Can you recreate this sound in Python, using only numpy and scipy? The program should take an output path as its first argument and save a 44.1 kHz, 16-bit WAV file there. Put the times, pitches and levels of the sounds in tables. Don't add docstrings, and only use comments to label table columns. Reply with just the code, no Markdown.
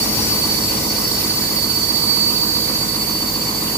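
import sys
import numpy as np
from scipy import signal
from scipy.io import wavfile

SR = 44100
rng = np.random.default_rng(int(sys.argv[2]) if len(sys.argv) > 2 else 0)


def dump_mix(stems):
    frames = np.atleast_2d(stems).T
    limited = np.clip(frames, -1, 1)
    pcm = np.round(limited * 32767).astype(np.int16)
    wavfile.write(sys.argv[1], SR, pcm)


N = 166257

TURNS_PER_S, WHINE_HZ = 7.576, 4529.3

# pitch_hz, level_db, t60_s, pan_db, right_lag_ms, signed_gain
BED_MODES = [(54.3, -50.5, 0.7, -3.8, 1.41, 1.0), (98.4, -33.6, 0.7, 0.3, 0.26, 1.0),
             (124.0, -31.7, 0.7, -0.7, 0.19, 1.0)]
COLUMN_MODES = [(142.0, -35.5, 0.213, -1.1, 0.01, 1.0), (159.8, -42.0, 0.7, -0.3, 0.32, 1.0),
                (180.4, -32.6, 0.087, -3.5, -0.13, -1.0), (201.6, -30.5, 0.255, -3.5, 0.21, 1.0),
                (215.5, -30.5, 0.7, -4.2, 0.15, -1.0)]
SADDLE_MODES = [(252.0, -35.0, 0.7, -1.2, -0.02, -1.0), (280.1, -43.1, 0.7, -0.9, -0.02, -1.0),
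                (304.6, -40.0, 0.524, -3.9, -0.3, -1.0), (317.8, -35.4, 0.7, -2.2, -0.17, -1.0),
                (334.3, -46.4, 0.7, -3.2, -0.29, 1.0), (373.1, -47.3, 0.7, 6.0, -0.92, -1.0)]
HOUSING_MODES = [(380.3, -39.9, 0.237, 4.8, -0.42, 1.0), (424.7, -43.8, 0.7, -1.0, 0.13, 1.0),
                 (477.5, -49.4, 0.7, 0.3, -0.39, 1.0), (511.6, -46.6, 0.139, 1.6, -0.02, -1.0),
                 (577.7, -43.7, 0.7, -7.2, 0.1, -1.0)]
ARBOR_MODES = [(632.8, -49.1, 0.7, -8.0, 0.16, 1.0), (683.8, -47.4, 0.3, -4.0, 0.0, 1.0),
               (737.7, -40.3, 0.107, -2.9, 0.07, -1.0), (793.1, -38.0, 0.04, 3.0, -0.09, -1.0),
               (852.2, -36.3, 0.052, -5.4, -0.18, 1.0)]
WORKPIECE_MODES = [(908.9, -44.2, 0.202, -3.9, 0.11, -1.0), (967.6, -39., 0.26, -8.0, -0.03, 1.0),
                   (1125.8, -43., 0.437, -3.4, 0.07, 1.0), (1178.0, -43., 0.7, -4.1, 0.13, -1.0)]
HEAD_MODES = [(1006.5, -33, 0.15, -6.5, 0.56, 0.76), (1075, -34.5, 0.12, 4.5, 0.28, -1.14),
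              (1182, -35.5, 0.041, -7, 0.11, 1.0), (1293, -29.5, 0.03, -6, 0.3, -1.2)]
TOOTH_PUSH = [(0.85, -0.73, -0.12, 0.95, -0.11, 0.25, 0.5), (0.84, 0.42, -0.38, -0.9, 1.0, 1.0, 0.15),
              (0.7, 0.51, 0.49, 0.94, 0.72, 1.0, 0.4), (0.42, 1.0, 1.0, 1.0, 0.58, 0.59, 1.0),
              (0.41, 0.24, -0.3, 0.11, 0.38, 0.71, 0.9), (1.0, -0.6, 0.56, -0.06, 0.86, 0.66, 0.4),
              (0.73, 0.97, 0.27, 0.65, 0.71, 0.44, 0.55)]
PUSH_DELAY_MS = [8.12, 10.8, 3.27, 14.62, 18.2, 16.5, 1.5]
# gain_db, slope_db_per_s
PART_FADES = [(-1.8, 0.35), (1., -0.12), (-1.2, 0.51), (1.8, -0.24), (1.6, -0.28), (-2., 0.25), (-3., 1.1)]
# time_s, gain_db
LOW_RIDE = [(0, 2.5), (.9, 0.74), (1.8, -0.6), (2.8, -0.63), (3.77, -0.1)]

# pitch_hz, band_gain_db
RUMBLE_EQ = [(30, -5), (70, -13), (130, -3), (260, -4), (400, -7), (600, -14.5), (1000, -7), (1350, -16.5),
             (2000, -13.5), (3000, -14.5)]
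HISS_EQ = [(2000, -30), (3200, -8.5), (4000, 1.5), (6000, -0.5), (7500, 0), (8600, -5.5), (10000, -2.5),
           (11300, -1.5), (12500, 2), (13500, 2), (15600, 1)]
# pitch_hz, common_share
NOISE_COMMON = [(60, .9), (300, .8), (700, .45), (1500, .1), (4000, .25), (15000, .2)]
# pitch_hz, pan_db
NOISE_PAN = [(60, 1), (2000, -0.5), (6000, 2.5), (9000, 5.5), (12000, 0.5), (15000, -1.5)]
RESONANCE_HZ = [71.7, 108, 500.1, 543, 1502, 1995, 4195, 4529, 4836, 4996, 5270, 5680, 7110, 9363, 13050]
# width_hz, start_level_db, slope_db_per_s
RESONANCE_SHAPES = [(3.98, -44.5, -0.5), (2.75, -39.5, -3), (2.02, -46, -0.15), (30.4, -45, -.5),
                    (38, -48.5, -1), (140, -47.5, 0.34), (50, -50, 1.5), (78, -28.5, -1.3), (53, -42, 2),
                    (80, -40.5, 0), (45, -39.5, -3), (250, -33, -5), (300, -58, 3), (60.3, -39, -3),
                    (150, -47, 0.5)]
# time_s, gain_db, pan_db
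AIR_RIDE = [(0, 3, -3), (.6, 2, -3), (1.2, 2.5, -4), (1.9, 1, -4.5), (2.5, 1, -5), (3.1, 0.2, -5),
            (3.77, 0.7, -3.5)]

# time_s, left_db, right_db, extra_left_path_mm,
# second_left_db, second_right_db, third_left_db, third_right_db
WHINE_PATH = [(0, -23, -23, 38, -35, -42, -36, -43), (.15, -18, -31, 38, -35, -42, -35, -43),
              (.3, -17, -20.5, 21, -32, -47, -36, -40), (.5, -24, -16, 22, -31, -47, -43, -43),
              (.8, -25, -32, -4, -33.5, -36, -52, -36), (.97, -35, -21, -2, -33.5, -36, -52, -34),
              (1.2, -26, -20.5, 23, -37, -37, -52, -42), (1.5, -25.5, -20, 17, -39.5, -40.5, -55, -35),
              (1.7, -27.5, -15.5, 16, -34, -39, -55, -33), (2.2, -25.5, -13, 35, -34.5, -40, -55, -32),
              (2.6, -23.5, -15, 43, -33, -39.5, -48, -37.5), (3.0, -26.5, -19, 56, -33, -51, -50, -39),
              (3.4, -27, -21, 68, -38, -54, -45, -47), (3.77, -37, -21, 55, -36, -43, -48, -46)]
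RIGHT_POLARITY = [1, -1, 1]
# offset_in_turn_rates, level_db, start_phase_rad
SIDE_TONES = [(-8, -41, -1.2), (-7, -40, 1.2), (-4, -40, -1.3), (-2, -35, -1.4), (2, -36, .9),
              (4, -41, 2.1), (7, -44, .3)]


def from_db(db):
    return 10 ** (np.asarray(db) / 20)


def unit_rms(x):
    return x / np.sqrt(np.mean(x ** 2) + 1e-20)


def automation(rows):
    times, *columns = np.transpose(rows)
    return [np.interp(np.arange(N) / SR, times, column) for column in columns]


def at_pitch(points, hz):
    pitches, values = np.transpose(points)
    return np.interp(np.log(hz), np.log(pitches), values)


def drift(rate_hz):
    hop, settle = 40, 2000
    pole = np.exp(-2 * np.pi * rate_hz * hop / SR)
    white = rng.standard_normal(N // hop + settle + 2)
    slow = signal.lfilter([1], [1, -2 * pole, pole * pole], white)[settle:]
    return np.interp(np.arange(N) / hop, np.arange(len(slow)), unit_rms(slow))


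def pan(pan_db):
    return from_db(np.array([[.5], [-.5]]) * pan_db)


def cutter_knocks(scatter_db=.4, preroll_s=1.1):
    hit_s = np.arange(-56, 210) / (7 * TURNS_PER_S) + preroll_s
    out = np.zeros((2, N + 2 * SR))
    parts = [BED_MODES, COLUMN_MODES, SADDLE_MODES, HOUSING_MODES, ARBOR_MODES, WORKPIECE_MODES, HEAD_MODES]
    for part, modes in enumerate(parts):
        gain_db, slope = PART_FADES[part]
        blows = np.resize(np.array(TOOTH_PUSH)[:, part], len(hit_s))
        blows = blows * from_db(gain_db + slope * hit_s + scatter_db * rng.standard_normal(len(hit_s)))
        for hz, db, t60, pan_db, lag_ms, signed_gain in modes:
            clicks = np.full(out.shape, 1e-18)
            for channel, late_ms in enumerate([-lag_ms / 2, lag_ms / 2]):
                arrival_s = hit_s + (PUSH_DELAY_MS[part] + late_ms) / 1000
                clicks[channel, np.round(arrival_s * SR).astype(int)] = blows
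            pole, angle = from_db(-60 / (t60 * SR)), 2 * np.pi * hz / SR
            ring = signal.lfilter([0, np.sin(angle)], [1, -2 * pole * np.cos(angle), pole * pole], clicks)
            out += signed_gain * from_db(db) * pan(pan_db) * ring
    start = round(preroll_s * SR)
    return out[:, start:start + N]


def stereo_white(right_lag_s=.00012):
    common, own = rng.standard_normal(N), rng.standard_normal((2, N))
    return np.array([common, np.roll(common, int(right_lag_s * SR))]), own


def place_noise(white, hz):
    common, own = white
    share = at_pitch(NOISE_COMMON, hz)
    return pan(at_pitch(NOISE_PAN, hz)) * (np.sqrt(share) * common + np.sqrt(1 - share) * own)


def flickering_noise(eq, low_hz, bands, per_octave, flicker_db):
    out, whites = 0, [stereo_white(), stereo_white()]
    edges = low_hz * 2 ** (np.arange(bands + 1) / per_octave)
    for k, (low, high) in enumerate(zip(edges, edges[1:])):
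        hz = np.sqrt(low * high)
        bandpass = signal.butter(2, [low, high], "band", fs=SR, output="sos")
        band = signal.sosfilt(bandpass, place_noise(whites[k % 2], hz))
        out = out + from_db(at_pitch(eq, hz) + flicker_db * drift(12)) * band
    return unit_rms(out)


def hall_rumble():
    noise = flickering_noise(RUMBLE_EQ, low_hz=29.98, bands=20, per_octave=3, flicker_db=1.9)
    return from_db(-30.5) * pan(-1.6) * noise


def air_blast():
    return from_db(-25.5) * flickering_noise(HISS_EQ, low_hz=1999, bands=18, per_octave=6, flicker_db=1.38)


def breathy_resonances(flicker_db=1.5, swell_db=7, swell_peak_s=1.15, swell_spread_s=.5):
    out, white, t = 0, stereo_white(), np.arange(N) / SR
    swell = swell_db * np.exp(-((t - swell_peak_s) / swell_spread_s) ** 2)
    for hz, (width_hz, db, slope) in zip(RESONANCE_HZ, RESONANCE_SHAPES):
        pole = np.exp(-np.pi * width_hz / SR)
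        resonator = [1, 0, -1, 1, -2 * pole * np.cos(2 * np.pi * hz / SR), pole * pole]
        ring = unit_rms(signal.sosfilt([resonator, resonator], place_noise(white, hz)))
        level_db = db + slope * t + swell * (hz in (4195, 5270)) + flicker_db * drift(6.2)
        out = out + from_db(level_db) * ring
    return out


def drive_whine(waver_db=.8, waver_rad=.12, wander_rad=.6):
    left_db, right_db, path_mm, *overtone_db = automation(WHINE_PATH)
    out, t = 0, np.arange(N) / SR
    delay_s = np.array([path_mm, np.zeros(N)]) / 343000
    phase = 2 * np.pi * WHINE_HZ * (t - delay_s)
    for k, gain in enumerate(from_db([[left_db, right_db], overtone_db[:2], overtone_db[2:]])):
        level_waver = from_db(waver_db * np.array([drift(12), drift(12)]))
        phase_waver = waver_rad * np.array([drift(12), drift(12)])
        polarity = np.array([[1], [RIGHT_POLARITY[k]]])
        out = out + polarity * gain * level_waver * np.sin((k + 1) * phase + phase_waver)
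    for offset, db, start_rad in SIDE_TONES:
        wander = wander_rad * np.array([drift(1), drift(1)])
        beat_phase = 2 * np.pi * offset * TURNS_PER_S * t + start_rad
        out = out + from_db(db) * np.sin(phase + beat_phase + wander)
    return out


def scene():
    low_db, = automation(LOW_RIDE)
    air_db, air_pan_db = automation(AIR_RIDE)
    low = cutter_knocks() + hall_rumble()
    air = air_blast() + breathy_resonances()
    return from_db(low_db) * low + from_db(air_db) * pan(air_pan_db) * air + drive_whine()


def record(dry):
    low_cut = signal.butter(2, 44, "high", fs=SR, output="sos")
    high_cut = signal.ellip(16, .3, 70, 15470, fs=SR, output="sos")
    return signal.sosfilt(high_cut, signal.sosfilt(low_cut, dry))


dry = scene()
out = record(dry)
dump_mix(out)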